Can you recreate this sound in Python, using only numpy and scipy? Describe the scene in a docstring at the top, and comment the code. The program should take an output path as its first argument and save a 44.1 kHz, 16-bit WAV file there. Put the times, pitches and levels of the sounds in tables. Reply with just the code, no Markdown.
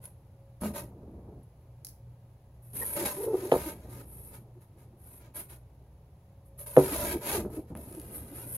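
"""A refrigerator hums throughout in a small kitchen, as wavering sine tones over a soft rush of noise.
From the start, hand, sleeve and shells rub a cardboard egg case close by: gritty noise that swells and dies.
Eggs clink in the hand, then a long groan of nearly regular slips leads to an egg knocking on the counter.
After quieter rubs a second egg knocks harder; both knocks are sets of fading counter tones.
Last, the flaps are folded shut with more rubs, short groans, bumps, clicks and low rumble."""
import sys
import numpy as np
from scipy import signal
from scipy.fft import rfft, irfft
from scipy.io import wavfile
from scipy.ndimage import uniform_filter1d, minimum_filter1d

SR = 44100
rng = np.random.default_rng(int(sys.argv[2]) if len(sys.argv) > 2 else 0)


def int16_out(signal):
    """Quantize to a 16-bit WAV file."""
    q = np.round(np.clip(np.atleast_2d(signal).T, -1, 1) * 32767)
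    wavfile.write(sys.argv[1], SR, q.astype(np.int16))


N = 377916
TIME = np.arange(N) / SR  # seconds
FREQS = np.fft.rfftfreq(N, 1 / SR)  # Hz

# Levels in the tables are relative: the functions may add a gain or a wavering.

# Refrigerator tones: [pitch_hz, level_db]
HUM_TONES = [(59.5, -63.5), (91.5, -72.5), (119.6, -58.5), (547, -77)]
# Colour of the room's rush: [frequency_hz, level_db]
ROOM_AIR_COLOUR = [(20, -11.5), (40, -11.5), (62, 2.5), (100, 2.5), (150, -1), (250, -21.5), (550, -18.5),
                   (900, -21.5), (1400, -34.5), (3000, -39.5), (7600, -45.5), (8400, -44), (14000, -40),
                   (16000, -48.5)]
# Likeness of left and right in noisy sound: [frequency_hz, likeness (-1 to 1)]
LEFT_RIGHT_LIKENESS = [(300, 1), (600, 1), (850, 0.93), (1130, 0.3), (1700, 0.28), (2500, .4),
                       (3300, -0.047), (4000, 0.21), (5300, -0.22), (6800, 0.46), (8400, 1), (13000, .94),
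                       (16000, .8)]

# Pushes that bend the case and its trays: [start_s, length_s, rumble_db]
CASE_PRESSES = [(0.609, 0.066, -40.5), (0.69, 0.68, -51.5), (2.728, 0.51, -54.5), (2.96, .1, -53),
                (3.528, 0.076, -42.5), (3.688, 0.35, -52.5), (4.115, 0.36, -60.5), (4.752, .65, -64),
                (6.773, 0.4, -43.5), (7.32, 0.18, -42.5), (7.52, 0.085, -50), (7.698, .1, -46.5),
                (7.85, 0.67, -51.5)]
# Colour of the bending: [frequency_hz, level_db]
RUMBLE_COLOUR = [(25, -33.5), (45, 0), (70, 7.5), (110, 0), (190, 0.5), (260, -2), (350, -2), (560, -9),
                 (900, -18), (1400, -32.5), (3000, -67)]
PRESS_ATTACK_S, PRESS_RELEASE_DB_PER_S = 0.0098, 197

# Hand against the case: [start_s, level_db, contact_cutoff_hz, share_of_free_ring_time]
CASE_BUMPS = [(.619, -30.5, 1760, 0.89), (.6352, -23.5, 1390, 1), (.658, -27.5, 1200, 0.83),
              (7.394, -28, 1190, 0.66), (7.4505, -31, 1300, 0.49), (7.7525, -33, 2350, 0.3),
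              (7.775, -36, 700, 0.32)]
# Ringing of the case wall: [pitch_hz, level_db, free_time_to_fall_60_db_s]
CASE_MODES = [(82.5, -19.5, 0.2), (209, -2.5, 0.22), (358, -26.5, 0.12), (480, -14, 0.066),
              (598, -13.5, 0.36), (830, -22, 0.053), (1234, -27, 0.3), (1450, -31, 0.17)]

# Fibres snapping as a rub starts or a flap bends: [start_s, start_level_db, time_to_fall_60_db_s]
FIBRE_TICKS = [(.0405, -45.5, 0.021), (.055, -41.5, 0.032), (.612, -41.5, 0.1), (1.43, -66, .08),
               (2.7326, -44, .023), (5.345, -56, 0.042), (5.501, -50, .04), (6.591, -46, 0.05),
               (6.67, -40, .04), (6.769, -28, 0.0061), (7.752, -45, 0.0057), (7.7734, -40, 0.011),
               (7.926, -44, 0.013), (7.95, -42, .014), (7.9985, -33, 0.0073), (8.016, -38, 0.0067)]
# Colour of the snaps: [frequency_hz, level_db]
CLICK_COLOUR = [(600, -13), (1900, -8), (3000, -7), (7400, -6), (10800, 17), (16000, -26)]
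# Eggs touching in the hand: [start_s, start_level_db, time_to_fall_60_db_s]
EGG_CLINKS = [(1.8478, -33, 0.021), (1.8688, -35, 0.014), (1.8775, -46, .016), (1.887, -44, .03)]
# Colour of eggshell: [frequency_hz, level_db]
SHELL_COLOUR = [(1200, -19), (1900, -15), (3000, -24), (5200, -1), (7400, -8), (10800, 6.5), (16000, -6)]

# Short scuffs of shell on board: [middle_s, length_s, peak_level_db]
SHELL_SCUFFS = [(2.828, 0.05, -39.5), (2.964, .025, -45.5)]
# Colour of the scuffs: [frequency_hz, level_db]
SCUFF_COLOUR = [(300, -10), (500, 9), (720, -20), (930, 6), (1500, -25), (1850, 9.5), (2300, -29),
                (6000, -27)]

# Long groan before the first egg lands: [time_s, pitch_hz, level_db]
LONG_GROAN_PATH = [(3.17, 378, -40), (3.188, 384.2, -37.5), (3.28, 457.5, -31.5), (3.296, 456.8, -32),
                   (3.354, 365, -26), (3.388, 382.4, -46), (3.42, 373, -40.5), (3.438, 356, -32.5),
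                   (3.5, 392, -41)]
# Short stick-slip groans: [middle_s, pitch_hz, level_db]
SHORT_GROANS = [(2.992, 349, -38.5), (3.026, 355.5, -35.5), (3.675, 299, -38), (4.575, 346, -53),
                (6.929, 298, -35.5), (7.157, 350.6, -31.5), (7.353, 398, -33.5), (7.387, 342, -33.5),
                (7.456, 360, -34), (7.588, 319, -34.5), (7.989, 303, -43.5), (8.328, 287, -44.5)]
# Colour of uneven slipping around the groans: [frequency_hz, level_db]
CHATTER_COLOUR = [(210, -29), (320, 1.5), (470, 1), (640, -17.5), (1500, -47)]
LONG_GROAN_GAIN_DB, SHORT_GROAN_S = -0.5, .054
# The long groan swells in regular surges, one of them peaking at SURGE_AT_S
SURGES_PER_S, SURGE_AT_S, SURGE_DB = 28, 3.348, 3.5

# Strokes of hand, sleeve or shell: [start_s, length_s, attack_s, fine_hiss_db, coarse_scrape_db]
RUB_STROKES = [(0.009, 0.038, 0.04, -53, -63), (0.602, 0.073, 0.041, -46.5, -49.5),
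               (0.731, 0.055, 0.045, -41.5, -45), (2.619, .11, .012, -61, -76),
               (2.731, 0.22, 0.035, -36.5, -55), (2.948, 0.094, 0.026, -39, -44),
               (3.049, 0.034, 0.0089, -33, -38.5), (3.092, 0.16, 0.015, -43.5, -54),
               (3.261, 0.28, 0.13, -50.5, -54), (3.51, .19, 0.018, -44, -49),
               (3.75, 0.2, 0.016, -65.5, -66.5), (3.89, 0.12, 0.019, -55, -60),
               (4.016, 0.28, 0.13, -52, -70.5), (4.295, 0.063, 0.049, -54, -61),
               (4.603, 0.022, .017, -65, -71), (4.76, 0.071, .035, -68.5, -71),
               (4.965, 0.22, 0.12, -56, -69.5), (5.188, 0.079, 0.026, -75, -65.5),
               (5.338, 0.066, 0.021, -41.5, -53.5), (5.483, 0.049, 0.019, -53, -60),
               (6.444, 0.02, .023, -66, -94), (6.576, 0.038, 0.023, -43.5, -59),
               (6.659, 0.12, 0.0063, -45, -58), (6.765, 0.17, 0.023, -40, -46),
               (6.916, .21, 0.025, -37, -42), (7.199, 0.17, 0.1, -36, -39.5), (7.489, .065, 0.1, -48, -55),
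               (7.665, 0.046, .018, -71, -71), (7.753, 0.82, 0.019, -54.5, -64.5),
               (8.106, 0.065, 0.053, -42.5, -63.5), (8.334, 0.1, .018, -47, -59),
               (8.431, 0.19, 0.15, -36.5, -68)]
# Colour of the fine hiss: [frequency_hz, level_db]
HISS_COLOUR = [(5500, -26), (7700, -26.5), (8200, -3.5), (8900, -0.5), (9800, 0), (11500, 1.5),
               (12500, -1.5), (14000, -7), (15200, -13.5), (16000, -53.5)]
# Colour of the coarse scrape: [frequency_hz, level_db]
SCRAPE_COLOUR = [(40, -22), (150, -1), (300, -2), (600, -2), (780, -3.5), (950, 2), (1120, -6),
                 (1270, -8.5), (1800, -6), (2200, -7.5), (3100, -12), (4000, -12), (5200, -15.5),
                 (7200, -10), (10000, -22)]
# Sharp resonances of the scraped board: [pitch_hz, width_hz, lift_db]
BOARD_RESONANCES = [(577, 40, 9.5), (901, 38, 4.5), (1254, 65, 8.5), (1436, 22, 8), (1600, 57, -1),
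                    (2116, 46, -3)]
RUB_RELEASE_DB_PER_S = 289
# A hand resting on the case never keeps quite still
RESTING_HISS_DB, RESTING_SCRAPE_DB, RESTING_RUMBLE_DB = -83.5, -83.5, -70

# Egg against counter: [start_s, level_db, contact_cutoff_hz, share_of_free_ring_time]
EGG_KNOCKS = [(3.517, -27, 3620, 0.72), (3.5215, -9.5, 895, 0.54), (3.5405, -18.5, 1080, 0.7),
              (3.552, -27, 1200, 0.47), (3.562, -20, 590, 0.38), (6.7665, -23.5, 2400, 0.87),
              (6.7722, -0.5, 805, 0.8), (6.7802, -17, 950, 0.47)]
# Ringing of the counter top: [pitch_hz, level_db, free_time_to_fall_60_db_s]
COUNTER_MODES = [(143, -9, 0.19), (284, -12.5, 0.21), (379, -13, 0.31), (458, -10.5, 0.15),
                 (500, -0.5, 0.071), (497, -4, 0.019), (604, -12.5, 0.12), (654, -19, 0.083),
                 (716, -19, 0.094), (850, -17.5, 0.077), (1265, -16.5, 0.13), (1690, -8, .06)]

KITCHEN_T60_S, KITCHEN_DB = .28, -13.5
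PORT_LAG_S, PORT_ONSET_HZ = .0002, 5850
CUTOFF_HZ = 15850


def from_db(db):
    """Turn decibels into a gain."""
    return 10 ** (np.asarray(db) / 20)


def rms_one(x):
    """Scale to an average power of 1."""
    return x / np.sqrt(np.mean(x ** 2) + 1e-20)


def over_freqs(points):
    """Read a table at every frequency, on a log-frequency axis."""
    hz, value = np.transpose(points)
    return np.interp(np.log(FREQS + 1), np.log(hz), value)


def butter(x, hz, kind, order=2):
    """Low- or high-pass filter that uses only present and past sound."""
    sections = signal.butter(order, min(hz, .45 * SR), kind, fs=SR, output="sos")
    return signal.sosfilt(sections, x + 1e-18)


def drift(rate_hz):
    """Smooth random wandering with spread 1; a higher rate wanders faster."""
    noise = rfft(rng.standard_normal(N))
    return rms_one(irfft(noise / (1 + (FREQS / rate_hz) ** 2), N))


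def add(out, s, sound):
    """Mix a short sound in at time s."""
    start = max(round(s * SR), 0)
    out[start:start + len(sound)] += sound[:max(N - start, 0)]


def coloured(spectrum, grain=1, resonance_db=0):
    """Stereo noise of rms 1: its driving noise is weighted by grain, then rings through a spectrum."""
    noise = rfft(rng.standard_normal((2, N)) * grain)
    mid, side = noise * from_db(over_freqs(spectrum) + resonance_db)
    side = side * np.minimum(FREQS / 450, 1) ** 2   # long waves reach both microphone ports alike
    alike = np.clip(over_freqs(LEFT_RIGHT_LIKENESS), -1, 1)
    shared = np.sqrt(1 + alike) * mid
    opposed = np.sqrt(1 - alike) * side * [[1], [-1]]
    return rms_one(irfft(shared + opposed, N))


def mode_ripple(count=330):
    """Crowded small modes make a response rise and fall at random along frequency; spread 1."""
    return rms_one(np.interp(FREQS, np.linspace(0, SR / 2, count), rng.standard_normal(count)))


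def lagged(x, lag_s, onset_hz):
    """Above the onset the left microphone port lags the right."""
    lag = 2 * np.pi * lag_s * np.maximum(FREQS - onset_hz, 0)  # phase in radians
    return irfft(rfft(x) * np.exp(.5j * lag * np.array([[-1], [1]])), N)


def contacts_db(rows, release_db_per_s, resting_db):
    """Level of overlapping contacts: each swells with pressure, then dies away; their powers add."""
    power = np.full(N, from_db(resting_db) ** 2)
    t = np.arange(2 * SR) / SR
    for start, length, attack_s, db in rows:
        swell = np.minimum(t / attack_s, 1)
        release = from_db(db - release_db_per_s * np.maximum(t - length, 0))
        add(power, start, (swell * release) ** 2)
    return 10 * np.log10(power)


def background(air_db=-56, waver_db=4.5):
    """The refrigerator's wavering hum, made of sine tones, over the low rush of the room."""
    hum = np.zeros(N)
    for hz, db in HUM_TONES:
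        level = from_db(db + waver_db * drift(1.7))
        hum += level * np.sqrt(2) * np.sin(2 * np.pi * hz * TIME + rng.uniform(0, 2 * np.pi))
    return hum + from_db(air_db) * coloured(ROOM_AIR_COLOUR)


def flexing(lump_db=2.0, gain_db=3.0):
    """Pushed board gives way in small lumps and rumbles."""
    rows = [(start, length, PRESS_ATTACK_S, db) for start, length, db in CASE_PRESSES]
    level_db = contacts_db(rows, PRESS_RELEASE_DB_PER_S, RESTING_RUMBLE_DB)
    return from_db(level_db + gain_db) * coloured(RUMBLE_COLOUR, from_db(lump_db * drift(34)))


def blows(table, modes, crack_db, low_cut_hz):
    """Blows ring modes; soft contact dulls them, a holding hand shortens them, bass radiates poorly."""
    out, t = np.zeros(N), np.arange(SR // 2) / SR
    for s, db, contact_hz, free in table:
        ring = np.zeros(len(t))
        for hz, level, t60 in modes:
            ring += from_db(level - 60 * t / (t60 * free)) * np.cos(2 * np.pi * hz * t)
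        crack = from_db(crack_db - 60 * t / 0.11) * rng.standard_normal(len(t))   # many short high modes
        add(out, s, from_db(db) * butter(ring + crack, contact_hz, "low", order=4))
    return butter(out, low_cut_hz, "high")


def case_bumps():
    """The hand bumps the case and its wall rings."""
    return blows(CASE_BUMPS, CASE_MODES, crack_db=-12, low_cut_hz=30)


def ticks(table, spectrum):
    """Clicks of coloured noise that start at once and fade quickly."""
    envelope, t = np.zeros(N), np.arange(SR // 5) / SR
    for s, db, t60 in table:
        add(envelope, s, from_db(db - 60 * t / t60))
    return envelope * coloured(spectrum)


def fibre_snaps():
    """Cardboard fibres snap with bright clicks."""
    return ticks(FIBRE_TICKS, CLICK_COLOUR)


def shell_clinks():
    """Eggs touch in the hand and their shells click."""
    return ticks(EGG_CLINKS, SHELL_COLOUR)


def scuffs():
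    """Brief grazing strokes of shell on board excite a few resonances."""
    envelope = np.zeros(N)
    for s, length, db in SHELL_SCUFFS:
        add(envelope, s - length / 2, from_db(db) * signal.windows.hann(int(length * SR)))
    return envelope * coloured(SCUFF_COLOUR)


def slips(hz, swell, jitter=0.078, octave_db=-19, third_db=-32):
    """A run of nearly regular slips: a wavering pitch with two overtones."""
    waver = rms_one(butter(rng.standard_normal(len(swell)), 110, "low"))
    phase = 2 * np.pi * np.cumsum(hz * (1 + jitter * waver)) / SR
    wave = np.sin(phase) + from_db(octave_db) * np.sin(2 * phase) + from_db(third_db) * np.sin(3 * phase)
    return np.sqrt(2) * swell * wave


def groans(shimmer_db=2.54):
    """One long gliding, surging groan and many short ones that swell and die within a few cycles."""
    times, pitch, level_db = np.transpose(LONG_GROAN_PATH)
    sliding = (TIME > times[0]) & (TIME < times[-1])
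    surge_db = SURGE_DB * np.cos(2 * np.pi * SURGES_PER_S * (TIME - SURGE_AT_S))
    long_level = from_db(np.interp(TIME, times, level_db) + LONG_GROAN_GAIN_DB + surge_db)
    out = slips(np.interp(TIME, times, pitch), sliding * long_level)
    swell = signal.windows.tukey(int(SHORT_GROAN_S * SR), .8)
    for s, hz, db in SHORT_GROANS:
        add(out, s - SHORT_GROAN_S / 2, slips(hz, from_db(db) * swell))
    return out * from_db(shimmer_db * drift(82))


def stick_slip(chatter_db=-11, spread_s=0.14):
    """Before, between and after the regular runs the contact slips unevenly."""
    runs = groans()
    nearby_power = uniform_filter1d(runs ** 2, int(spread_s * SR))
    activity = np.sqrt(np.maximum(nearby_power, 0))
    return runs + from_db(chatter_db) * activity * coloured(CHATTER_COLOUR)


def wandering(spectrum, grain, lift_db, ripple_db, wander_hz, count=3):
    """The contact wanders between spots of the board, each of which drives other small modes."""
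    shares = [np.exp(2 * drift(wander_hz)) for spot in range(count)]
    sound = np.zeros((2, N))
    for share in shares:
        sound += share * coloured(spectrum, grain, lift_db + ripple_db * mode_ripple())
    return sound / np.linalg.norm(shares, axis=0)  # keeps the power steady


def moving_echo(x, path_s=.0026, swing=0.2144, echo_db=-6):
    """The bounce off the counter lengthens and shortens as the arm moves, sweeping a comb through the sound."""
    delay = path_s * np.exp(swing * drift(.6))
    echo = np.array([np.interp(TIME - delay, TIME, channel) for channel in x])
    return x + from_db(echo_db) * echo


def rubbing(grit_db=2.5, catch_db=1.0, hiss_gain_db=1.0, scrape_gain_db=4.5,
            hiss_ripple_db=4.0, ripple_db=3.0, firm_db=-45, brightening=0.069):
    """Fibres catch and let go: fine hiss and coarse scrape share the grit; a lighter touch scrapes duller."""
    start, length, attack_s, hiss_levels, scrape_levels = np.transpose(RUB_STROKES)
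    hiss_rows = zip(start, length, attack_s, hiss_levels)
    scrape_rows = zip(start, length, attack_s, scrape_levels)
    hiss_db = contacts_db(hiss_rows, RUB_RELEASE_DB_PER_S, RESTING_HISS_DB)
    scrape_db = contacts_db(scrape_rows, RUB_RELEASE_DB_PER_S, RESTING_SCRAPE_DB)
    grain = from_db(grit_db * drift(1000) + catch_db * drift(70))
    hiss = coloured(HISS_COLOUR, grain, hiss_ripple_db * mode_ripple())

    board_db = sum(lift / (1 + (2 * (FREQS - hz) / width) ** 2) for hz, width, lift in BOARD_RESONANCES)
    scrape = moving_echo(wandering(SCRAPE_COLOUR, grain, board_db, ripple_db, wander_hz=3.66))
    dull = irfft(rfft(scrape) / (1 + (FREQS / 2700) ** 4), N)
    bright = scrape - dull
    scrape = dull + from_db(brightening * (scrape_db - firm_db)) * bright
    return from_db(hiss_db + hiss_gain_db) * hiss + from_db(scrape_db + scrape_gain_db) * scrape


def egg_knocks(knock_lag_s=0.00028):
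    """Eggs knock on the counter top and ring it, the left side lagging above the bass."""
    knocks = blows(EGG_KNOCKS, COUNTER_MODES, crack_db=1.0, low_cut_hz=210)
    return lagged(knocks, knock_lag_s, onset_hz=620)


def kitchen(x):
    """Diffuse echoes of the small room, alike on both sides in the bass."""
    t = np.arange(SR // 2) / SR
    fading = from_db(-60 * t / KITCHEN_T60_S) * (t > .004)
    mid, side = rng.standard_normal((2, len(t))) * fading
    tail = mid + .6 * butter(side, 550, "high") * np.array([[1], [-1]])
    tail = tail / np.linalg.norm(tail[0])
    return from_db(KITCHEN_DB) * signal.fftconvolve(x, tail, axes=1)[:, :N]


def scene(counter_room_db=-6, case_room_db=3, tick_room_db=3, shell_room_db=7):
    """The counter is close and dry; the case and the clicks reach further into the room."""
    counter = egg_knocks() + stick_slip() + scuffs()
    case, snaps, shells = case_bumps(), fibre_snaps(), shell_clinks()
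    into_room = from_db(counter_room_db) * counter + from_db(case_room_db) * case
    into_room = into_room + from_db(tick_room_db) * snaps + from_db(shell_room_db) * shells
    near = counter + case + snaps + shells
    return near + kitchen(into_room) + rubbing() + flexing() + background()


def record(dry):
    """A fast limiter holds the peaks, the two ports drift out of step in the treble, and the top is cut."""
    allowed = np.minimum(.89 / (np.abs(dry).max(axis=0) + 1e-9), 1)
    limited = dry * uniform_filter1d(minimum_filter1d(allowed, size=260), size=260)
    limited = limited * signal.windows.tukey(N, .001)  # very short fades at both ends
    top = 1 / np.sqrt(1 + (FREQS / CUTOFF_HZ) ** 240)
    return irfft(rfft(lagged(limited, PORT_LAG_S, PORT_ONSET_HZ)) * top, N)


dry = scene()
out = record(dry)
int16_out(out)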